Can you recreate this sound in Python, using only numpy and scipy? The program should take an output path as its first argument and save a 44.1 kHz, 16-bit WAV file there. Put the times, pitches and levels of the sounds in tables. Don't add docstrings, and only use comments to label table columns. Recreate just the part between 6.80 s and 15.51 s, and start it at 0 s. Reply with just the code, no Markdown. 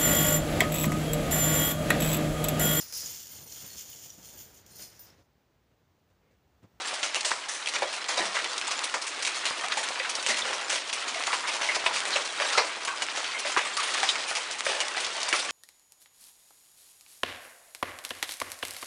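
import sys
import numpy as np
from scipy import signal
from scipy.fft import rfft, irfft, next_fast_len
from scipy.io import wavfile

SR = 44100
rng = np.random.default_rng(int(sys.argv[2]) if len(sys.argv) > 2 else 0)


def store_wav(level_fs):
    pcm = np.round(np.clip(np.atleast_2d(level_fs), -1, 1) * 32767)
    wavfile.write(sys.argv[1], SR, pcm.T.astype(np.int16))


N = 384111
HIT_SIZE, TOP_HZ = 16384, 10080
TIME, AGE = np.arange(N) / SR, np.arange(HIT_SIZE) / SR

# time_s, level_db
STORM_LEVEL = [(0.0, -35), (0.31, -37), (.6, -39.5), (0.8, -41), (0.95, -35), (1.2, -36.5), (1.7, -35),
               (1.98, -34), (2.12, -37), (2.75, -34.5), (3.13, -34), (3.56, -34), (3.87, -34.5),
               (4.07, -37), (4.2, -34.5), (4.87, -34), (5.22, -33), (5.33, -31), (5.52, -35.8),
               (5.68, -31.5), (6.0, -37.5), (6.3, -35), (6.94, -35), (7.16, -30.5), (7.62, -36), (7.8, -38),
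               (8.3, -34), (8.71, -33.5)]
# frequency_hz, gain_db
FAR_COLOUR = [(30, -49), (100, -26.5), (180, -17), (260, -7), (350, -3.5), (550, 0.3), (1100, 4.5),
              (1600, 2.9), (2400, 3), (4100, 0), (6200, -4.5), (10000, -11.5)]
# frequency_hz, gain_db
ICE_COLOUR = [(30, -55), (100, -36), (180, -27), (260, -15), (350, -2), (550, 6), (1050, 4.5), (1600, 1.5),
              (2300, 5), (4100, 1), (6200, 1), (10000, -4)]
# frequency_hz, gain_db
SNAP_COLOUR = [(30, -44), (200, -26), (700, 1), (2200, 6.5), (5000, 4), (10000, 0.5)]
# pitch_hz, t60_s, level_db
GUTTER_MODES = [(236, 0.28, -18), (305.5, 1, 0.5), (397, 0.31, -2), (528, 0.45, -17), (608, 0.36, -1.5),
                (672.5, 0.75, 2), (1013, 0.33, 0), (2030, 0.25, -5)]
# start_s, level_db, pitch_hz, t60_s
SHATTERING_STONES = [(.0742, -30.5, 8000, 0.24), (.1386, -30, 7600, .12), (.2304, -26, 3450, 0.23),
                     (.352, -26, 3470, 0.23), (.407, -28.5, 6000, 0.055), (.4485, -26, 5060, 0.43),
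                     (.507, -24.5, 2230, 0.14), (.6854, -31, 3830, 0.72), (.887, -23.5, 5000, 0.048),
                     (.937, -29, 2500, 0.27), (1.0212, -24.5, 617, 0.17), (1.1294, -33.5, 7000, 0.25),
                     (1.285, -28, 1890, 0.57), (1.3735, -23, 1370, 0.41), (1.455, -26.5, 2880, 0.099),
                     (1.544, -28, 1810, 0.53), (1.8737, -26, 4370, 0.082), (1.909, -27.5, 2500, 0.26),
                     (2.038, -27, 8050, 0.15), (2.141, -23.5, 1550, 0.16), (2.2179, -29, 7500, 0.12),
                     (2.267, -30, 7450, 0.19), (2.4244, -24.5, 7000, 0.087), (2.4491, -28.5, 4500, 0.22),
                     (2.4666, -23, 2600, 0.16), (2.5594, -31, 5550, 0.13), (2.6546, -20, 2880, 0.16),
                     (2.8391, -29.5, 1690, 0.12), (2.972, -24, 2280, 0.21), (3.0314, -27, 3350, 0.11),
                     (3.2947, -26, 8900, 0.073), (3.3523, -35, 7500, 0.15), (3.4276, -27, 7500, 0.045),
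                     (3.4642, -24, 3880, 0.1), (3.487, -21.5, 2800, 0.25), (3.569, -27.5, 5370, 0.13),
                     (3.5848, -24.5, 4270, 0.11), (3.6486, -30.5, 950, 0.62), (3.7314, -30, 5000, .15),
                     (3.897, -26.5, 3240, 0.31), (3.9208, -25, 2180, 0.16), (3.951, -23.5, 3500, 0.14),
                     (4.129, -26.5, 6000, 0.15), (4.2802, -29.5, 8100, 0.1), (4.4669, -28, 2210, 0.28),
                     (4.5303, -24.5, 1380, 0.18), (4.674, -28, 1810, .3), (4.7351, -26, 2020, 0.22),
                     (4.8148, -27, 1770, 0.57), (4.8875, -33, 1790, 0.46), (4.9479, -24, 3620, 0.16),
                     (5.0616, -24.5, 1580, 0.17), (5.139, -27, 4000, 0.1), (5.157, -25, 2420, 0.18),
                     (5.3583, -22, 1820, 0.17), (5.4535, -26.5, 5500, 0.071), (5.6009, -27.5, 1390, 0.7),
                     (5.6845, -30.5, 6040, 0.15), (5.7245, -28, 3420, 0.37), (5.776, -18, 864, 0.24),
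                     (6.0501, -25, 9000, 0.061), (6.076, -27.5, 1510, 0.13), (6.2212, -23.5, 4500, 0.067),
                     (6.363, -31, 5930, 0.17), (6.3741, -26.5, 970, 0.13), (6.5909, -29, 7500, 0.11),
                     (6.6523, -31, 2270, 0.71), (6.772, -21.5, 986, 0.22), (6.851, -27.5, 2470, 0.2),
                     (6.9689, -22.5, 7360, 0.083), (7.0005, -27, 4800, 0.067), (7.029, -30.5, 2800, 0.55),
                     (7.14, -26, 5000, 0.1), (7.1779, -27, 1800, 0.099), (7.1994, -29, 3200, .12),
                     (7.2305, -21, 1910, 0.074), (7.2893, -25, 5360, 0.19), (7.4814, -29, 7300, 0.27),
                     (7.553, -24, 5350, 0.17), (7.7194, -31, 9000, .1), (7.7867, -31, 7500, 0.1),
                     (7.8494, -30, 6000, .1), (7.8653, -24, 2310, 0.15), (7.8885, -26.5, 990, 0.76),
                     (8.0036, -22.5, 2070, 0.097), (8.1679, -25, 1990, 0.19), (8.203, -28, 4500, 0.13),
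                     (8.403, -28.5, 3570, 0.074), (8.4842, -25, 5970, 0.11), (8.5274, -23, 1990, 0.27),
                     (8.557, -27, 3500, 0.22), (8.593, -27, 6960, 0.13), (8.6492, -30.5, 6040, 0.071)]
# start_s, peak_db, pitch_hz, echo_db
KNOCKING_STONES = [(.13, -31, 894, -36.5), (.367, -29, 604, -37), (.463, -31.5, 556, -44),
                   (.5155, -18, 1180, -26), (1.0216, -16, 880, -33.5), (1.883, -27, 890, -35),
                   (2.1412, -19.5, 1360, -34), (2.169, -31.5, 1120, -34), (2.559, -30.5, 1560, -35),
                   (2.709, -24, 1000, -30.5), (2.8392, -20, 1500, -32), (3.106, -27, 770, -36.5),
                   (3.1986, -16, 2190, -28), (3.248, -20, 2100, -28.5), (3.63, -36, 565, -41.5),
                   (3.73, -21.5, 1380, -35), (4.405, -28.5, 1210, -31.5), (4.477, -23, 970, -29.5),
                   (4.5303, -14.5, 1690, -35), (4.651, -29, 1210, -36.5), (4.813, -23, 740, -35.5),
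                   (4.965, -23, 700, -33.5), (5.039, -25, 1000, -34), (5.0618, -17, 1100, -24.5),
                   (5.0638, -10.5, 2400, -27.5), (5.109, -25, 793, -35.5), (5.387, -26.5, 700, -36.5),
                   (5.6002, -16, 2100, -29), (5.621, -25.5, 1210, -32), (5.7772, -18.5, 690, -31.5),
                   (5.792, -13, 1110, -27), (5.969, -35, 547, -40.5), (6.649, -20.5, 1530, -33),
                   (6.699, -30, 890, -35.5), (6.7645, -11.5, 1210, -28.5), (6.775, -18, 1700, -27.5),
                   (6.7912, -15, 1890, -26.5), (7.2308, -15.5, 1420, -29), (7.512, -23, 1000, -28.5),
                   (7.579, -26, 910, -35), (7.8655, -19, 1510, -29), (8.146, -24.5, 1400, -31.5),
                   (8.269, -30.5, 800, -35), (8.381, -28.5, 860, -38.5), (8.5278, -7.5, 2080, -29),
                   (8.538, -18.5, 1060, -23.5)]
# start_s, peak_db, pitch_hz, echo_db
CLACKING_STONES = [(.2304, -17, 3070, -22), (.3462, -7, 3080, -33.5), (.4091, -14.5, 3850, -30),
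                   (.4469, -19, 3200, -27), (.8592, -21, 3200, -27.5), (.8724, -12, 2830, -22.5),
                   (.9555, -19, 3040, -26), (.9598, -18.5, 2030, -23.5), (1.243, -20, 2960, -32),
                   (1.2883, -15, 2720, -41), (1.6444, -11, 2800, -29), (1.7803, -11.5, 4420, -27.5),
                   (1.814, -14, 2700, -28), (1.9136, -23, 3240, -41.5), (1.9922, -10.5, 2800, -37.5),
                   (2.4508, -14, 3350, -27), (2.9215, -17, 2980, -22), (3.088, -12, 3470, -33.5),
                   (3.3531, -14, 4500, -26.5), (3.4644, -7, 2600, -31), (3.685, -18, 2410, -32),
                   (3.944, -12, 3300, -39), (4.098, -17.5, 3300, -31), (4.129, -10, 3080, -27),
                   (4.347, -17.5, 1780, -35), (4.438, -13, 2300, -35.5), (4.4702, -12, 4120, -31.5),
                   (5.1935, -16, 3350, -47), (5.2045, -11, 3400, -31.5), (5.254, -10, 2470, -26),
                   (5.7762, -13, 1800, -32.5), (6.0765, -22, 2220, -39), (6.2215, -17, 2610, -22.5),
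                   (6.4429, -21.5, 2820, -27.5), (7.2312, -9, 1890, -38), (7.356, -16, 2160, -27),
                   (7.7126, -13.5, 4500, -37), (7.8073, -10, 1780, -39), (8.0044, -7.5, 3000, -31.5),
                   (8.0831, -11.5, 3520, -47), (8.246, -16, 4200, -25.5), (8.4311, -10.5, 4720, -26.5)]
# start_s, pitch_hz, level_db, t60_s
STRUCK_THINGS = [(0.513, 1670, -28, 0.08), (1.0215, 586, -29, 0.24), (1.375, 560, -31.5, 0.18),
                 (1.38, 3930, -19.5, 0.075), (1.399, 208, -45, 0.45), (1.402, 354, -31.5, .16),
                 (1.406, 1880, -22, .07), (1.561, 1614, -23.5, .08), (2.8392, 783, -27.5, 0.13),
                 (2.9236, 1770, -24, 0.095), (3.199, 510, -27.5, 0.094), (3.2, 1925, -24, .08),
                 (3.494, 1964, -24.5, 0.23), (3.494, 238.6, -49, .7), (3.6187, 3510, -19.5, 0.048),
                 (4.357, 675, -33.5, 0.2), (4.504, 1195, -24.5, 0.12), (4.5311, 1000, -26, 0.19),
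                 (4.8883, 2060, -19, 0.094), (5.062, 2605, -19, 0.065), (5.0621, 1000, -28, 0.14),
                 (5.328, 4080, -24.5, 0.16), (5.3586, 583, -27, 0.1), (5.359, 2660, -21, .07),
                 (5.6002, 599, -26, 0.21), (5.752, 1330, -21.5, 0.077), (5.7767, 1040, -20, 0.12),
                 (5.778, 620, -34, .1), (5.802, 460, -31, 0.12), (6.075, 1070, -28.5, 0.24),
                 (6.087, 1520, -25.5, 0.13), (6.5467, 2160, -26.5, 0.13), (6.6518, 610, -31, 0.19),
                 (6.765, 1143, -13.5, 0.06), (6.771, 368, -32, 0.084), (6.97, 1186, -24, 0.19),
                 (7.2308, 775, -18, 0.055), (7.288, 3720, -14.5, 0.081), (7.29, 3060, -18, .04),
                 (7.29, 5280, -19, 0.04), (7.8654, 578, -24, 0.11), (8.5277, 2190, -23, 0.1),
                 (8.528, 347, -31, 0.085)]


def undb(db):
    return 10 ** (np.asarray(db) / 20)


def unit(x):
    return x / np.sqrt(np.mean(x ** 2))


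def fade(t60):
    return np.exp(-np.log(1000) * AGE / max(t60, 1 / SR))


def octaves(size):
    return np.log2(np.maximum(np.arange(size // 2 + 1) * SR / size, 1))


def colour(points, size):
    hz, db = np.transpose(points)
    gain = undb(np.interp(octaves(size), np.log2(hz), db))
    return gain * np.where(octaves(size) < np.log2(TOP_HZ), 1, 0.1)


def hump(hz, width):
    return np.exp(-.5 * ((octaves(HIT_SIZE) - np.log2(hz)) / width) ** 2)


def pulse(gain):
    cepstrum = irfft(np.log(gain + gain.max() * np.finfo(np.float32).eps))
    cepstrum[1:HIT_SIZE // 2] *= 2
    cepstrum[HIT_SIZE // 2 + 1:] = 0
    wave = irfft(np.exp(rfft(cepstrum)))
    return wave / np.abs(wave).max()


def grit(size, per_s, spread_db):
    struck = rng.random(size) < per_s / SR
    return struck * rng.choice([-1, 1], size) * undb(spread_db * np.minimum(rng.standard_normal(size), 2))


def spray(gain, shape, per_s, spread_db=3):
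    burst = irfft(rfft(grit(HIT_SIZE, per_s, spread_db)) * gain) * shape
    return burst * np.sqrt(np.sum(shape ** 2) / np.sum(burst ** 2))


def wander(db, per_s):
    knots = rng.standard_normal(N // 20)
    return undb(db * np.interp(TIME * per_s, np.arange(len(knots)), knots))


def ripple(position, db):
    knots = rng.standard_normal(HIT_SIZE)
    return undb(db * np.interp(position, np.arange(HIT_SIZE), knots))


def resonances(db, per_octave):
    return ripple(octaves(HIT_SIZE) * per_octave, db)


def add(out, start_s, sound):
    start = int(np.clip(start_s * SR, 0, N - 1))
    out[start:start + len(sound)] += sound[:N - start]


def far_hail(bands=8):
    size = next_fast_len(N)
    centres = np.log2(TOP_HZ) - np.arange(bands)
    pitch = np.maximum(octaves(size), centres[-1])
    hiss, out = colour(FAR_COLOUR, size), 0
    for centre in centres:
        band = np.sqrt(np.maximum(1 - np.abs(pitch - centre), 0))
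        impacts = grit(size, per_s=3500, spread_db=5)
        out += irfft(rfft(impacts) * hiss * band)[:N] * wander(db=2.3, per_s=50)
    return unit(out * wander(db=0.65, per_s=28))


def small_stones(level_db=-11, echo_db=-20, echo_t60=0.0098):
    ticks = grit(N, per_s=150, spread_db=7)
    echo_power = np.abs(signal.fftconvolve(ticks ** 2, fade(echo_t60) ** 2)[:N])
    echo = np.sqrt(echo_power) * rng.standard_normal(N)
    tick = pulse(colour(ICE_COLOUR, HIT_SIZE) * hump(3800, width=2.8))
    return undb(level_db) * unit(signal.fftconvolve(ticks + undb(echo_db) * echo, tick)[:N])


def pings(level_db, centre_hz, spread_octaves, t60, spread_db, count):
    out = np.zeros(N)
    decay = fade(t60)[:HIT_SIZE // 4]
    for when, (pitch, size) in zip(rng.random(count), rng.standard_normal((count, 2))):
        hz = centre_hz * 2 ** (spread_octaves * np.clip(pitch, -2, 2))
        ping = decay * np.sin(2 * np.pi * hz * AGE[:len(decay)])
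        add(out, when * N / SR, undb(spread_db * min(size, 2)) * ping)
    return undb(level_db) * unit(out)


def gutter(stones, level_db=-49, patter_share=0.5, detune=0.0155, lengths=4):
    out = 0
    for _ in range(lengths):
        tunings = 1 + detune * rng.standard_normal(len(GUTTER_MODES))
        metal = sum(undb(db) / np.sqrt(t60) * fade(t60) * np.sin(2 * np.pi * hz * tuning * AGE)
                    for (hz, t60, db), tuning in zip(GUTTER_MODES, tunings))
        blows = unit(stones) + patter_share * unit(grit(N, per_s=280, spread_db=3))
        out += signal.oaconvolve(blows * wander(db=3, per_s=4), metal)[:N]
    return undb(level_db) * unit(out)


def middling_stones(peak_db=6, echo_db=-8, spread_db=4, centre_hz=2900, spread_octaves=0.76, count=90):
    starts = (np.arange(count) + rng.random(count)) / count * N / SR
    rows = []
    for start_s, (pitch, size) in zip(starts, rng.standard_normal((count, 2))):
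        size_db = spread_db * min(size, 2)
        hz = min(centre_hz * 2 ** (spread_octaves * pitch), TOP_HZ)
        rows.append((start_s, peak_db + size_db, hz, echo_db + size_db))
    return rows


def shatters(stones, snap_db=8, crack_db=-11.5, shards_per_s=6000, clump_s=0.0066, rise_s=0.0042):
    out = np.zeros(N)
    ice, contact = colour(ICE_COLOUR, HIT_SIZE), colour(SNAP_COLOUR, HIT_SIZE)
    for start_s, level_db, hz, t60 in stones:
        tone = np.hypot(hump(hz, width=1.94), 0.07)
        spot = ice * tone * resonances(db=3, per_octave=4)
        sharpness = undb(0.5 * np.log2(hz / 1000))
        snap = undb(snap_db) * pulse(contact * (tone + 0.27))
        crack = undb(crack_db) * spray(spot, fade(t60=0.045), shards_per_s)
        clumps = fade(t60) * ripple(AGE / clump_s, db=-2) * np.minimum(AGE / rise_s, 1)
        burst = spray(spot, clumps, shards_per_s)
        add(out, start_s, undb(level_db) * (sharpness * (crack - snap) + burst))
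    return out


def knocks(stones, slap_s=0.0013, slap_db=-5, slaps=5):
    out = np.zeros(N)
    for start_s, peak_db, hz, echo_db in stones:
        blow = pulse(hump(hz, width=0.55))
        lags = slap_s * np.cumsum(np.append(0, .5 + rng.random(slaps)))
        for bounce, lag in enumerate(lags):
            add(out, start_s + lag, undb(peak_db + slap_db * bounce) * blow)
        spot = hump(hz, width=0.6) * resonances(db=5, per_octave=6)
        add(out, start_s, undb(echo_db) * spray(spot, fade(t60=0.1), per_s=2000))
    return out


def clacks(stones, ice_share=0.15):
    out = np.zeros(N)
    ice = ice_share * colour(ICE_COLOUR, HIT_SIZE)
    for start_s, peak_db, hz, echo_db in stones:
        tick = pulse(hump(hz, width=1) + ice)
        spot = (hump(hz, width=0.45) + ice) * resonances(db=4, per_octave=6)
        echo = spray(spot, fade(t60=0.053), per_s=2500)
        add(out, start_s, undb(peak_db) * tick + undb(echo_db) * echo)
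    return out


def rings(things, gain_db=-1.5, detune=0.0451, rise_s=0.002, rough_share=0.51, modes=7):
    out = np.zeros(N)
    for start_s, hz, level_db, t60 in things:
        spread = np.linspace(-1, 1, modes)[:, None] + rng.standard_normal((modes, 1)) / 2
        shape = fade(t60) * (1 - np.exp(-AGE / rise_s))
        phases = np.pi * rng.random((modes, 1))
        ring = np.sin(2 * np.pi * hz * (1 + detune * spread) * AGE + phases).sum(0) * shape
        ring *= np.sqrt(np.sum(shape ** 2) / np.sum(ring ** 2))
        crumble = spray(hump(hz, width=0.23), shape, per_s=3000)
        rough_ring = (ring + rough_share * crumble) / np.hypot(1, rough_share)
        add(out, start_s, undb(level_db + gain_db) * rough_ring)
    return out


def scene(storm_db=0.28, far_db=-0.82):
    storm = undb(storm_db + np.interp(TIME, *np.transpose(STORM_LEVEL)))
    near = shatters(SHATTERING_STONES) + clacks(CLACKING_STONES) + knocks(KNOCKING_STONES)
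    near += storm * knocks(middling_stones())
    drive = pings(level_db=-9, centre_hz=2520, spread_octaves=0.79, t60=0.085, spread_db=1.5, count=600)
    cars = pings(level_db=-19, centre_hz=2203, spread_octaves=0.65, t60=0.11, spread_db=3, count=220)
    patter = undb(far_db) * far_hail() + small_stones() + drive + cars
    return (near + rings(STRUCK_THINGS) + gutter(near) + storm * patter)[None]


def record(dry, bass_hz=85):
    thin = signal.sosfilt(signal.butter(1, bass_hz, "highpass", fs=SR, output="sos"), dry)
    return signal.sosfilt(signal.ellip(12, .1, 60, TOP_HZ, fs=SR, output="sos"), thin)


dry = scene()
out = record(dry)
store_wav(out)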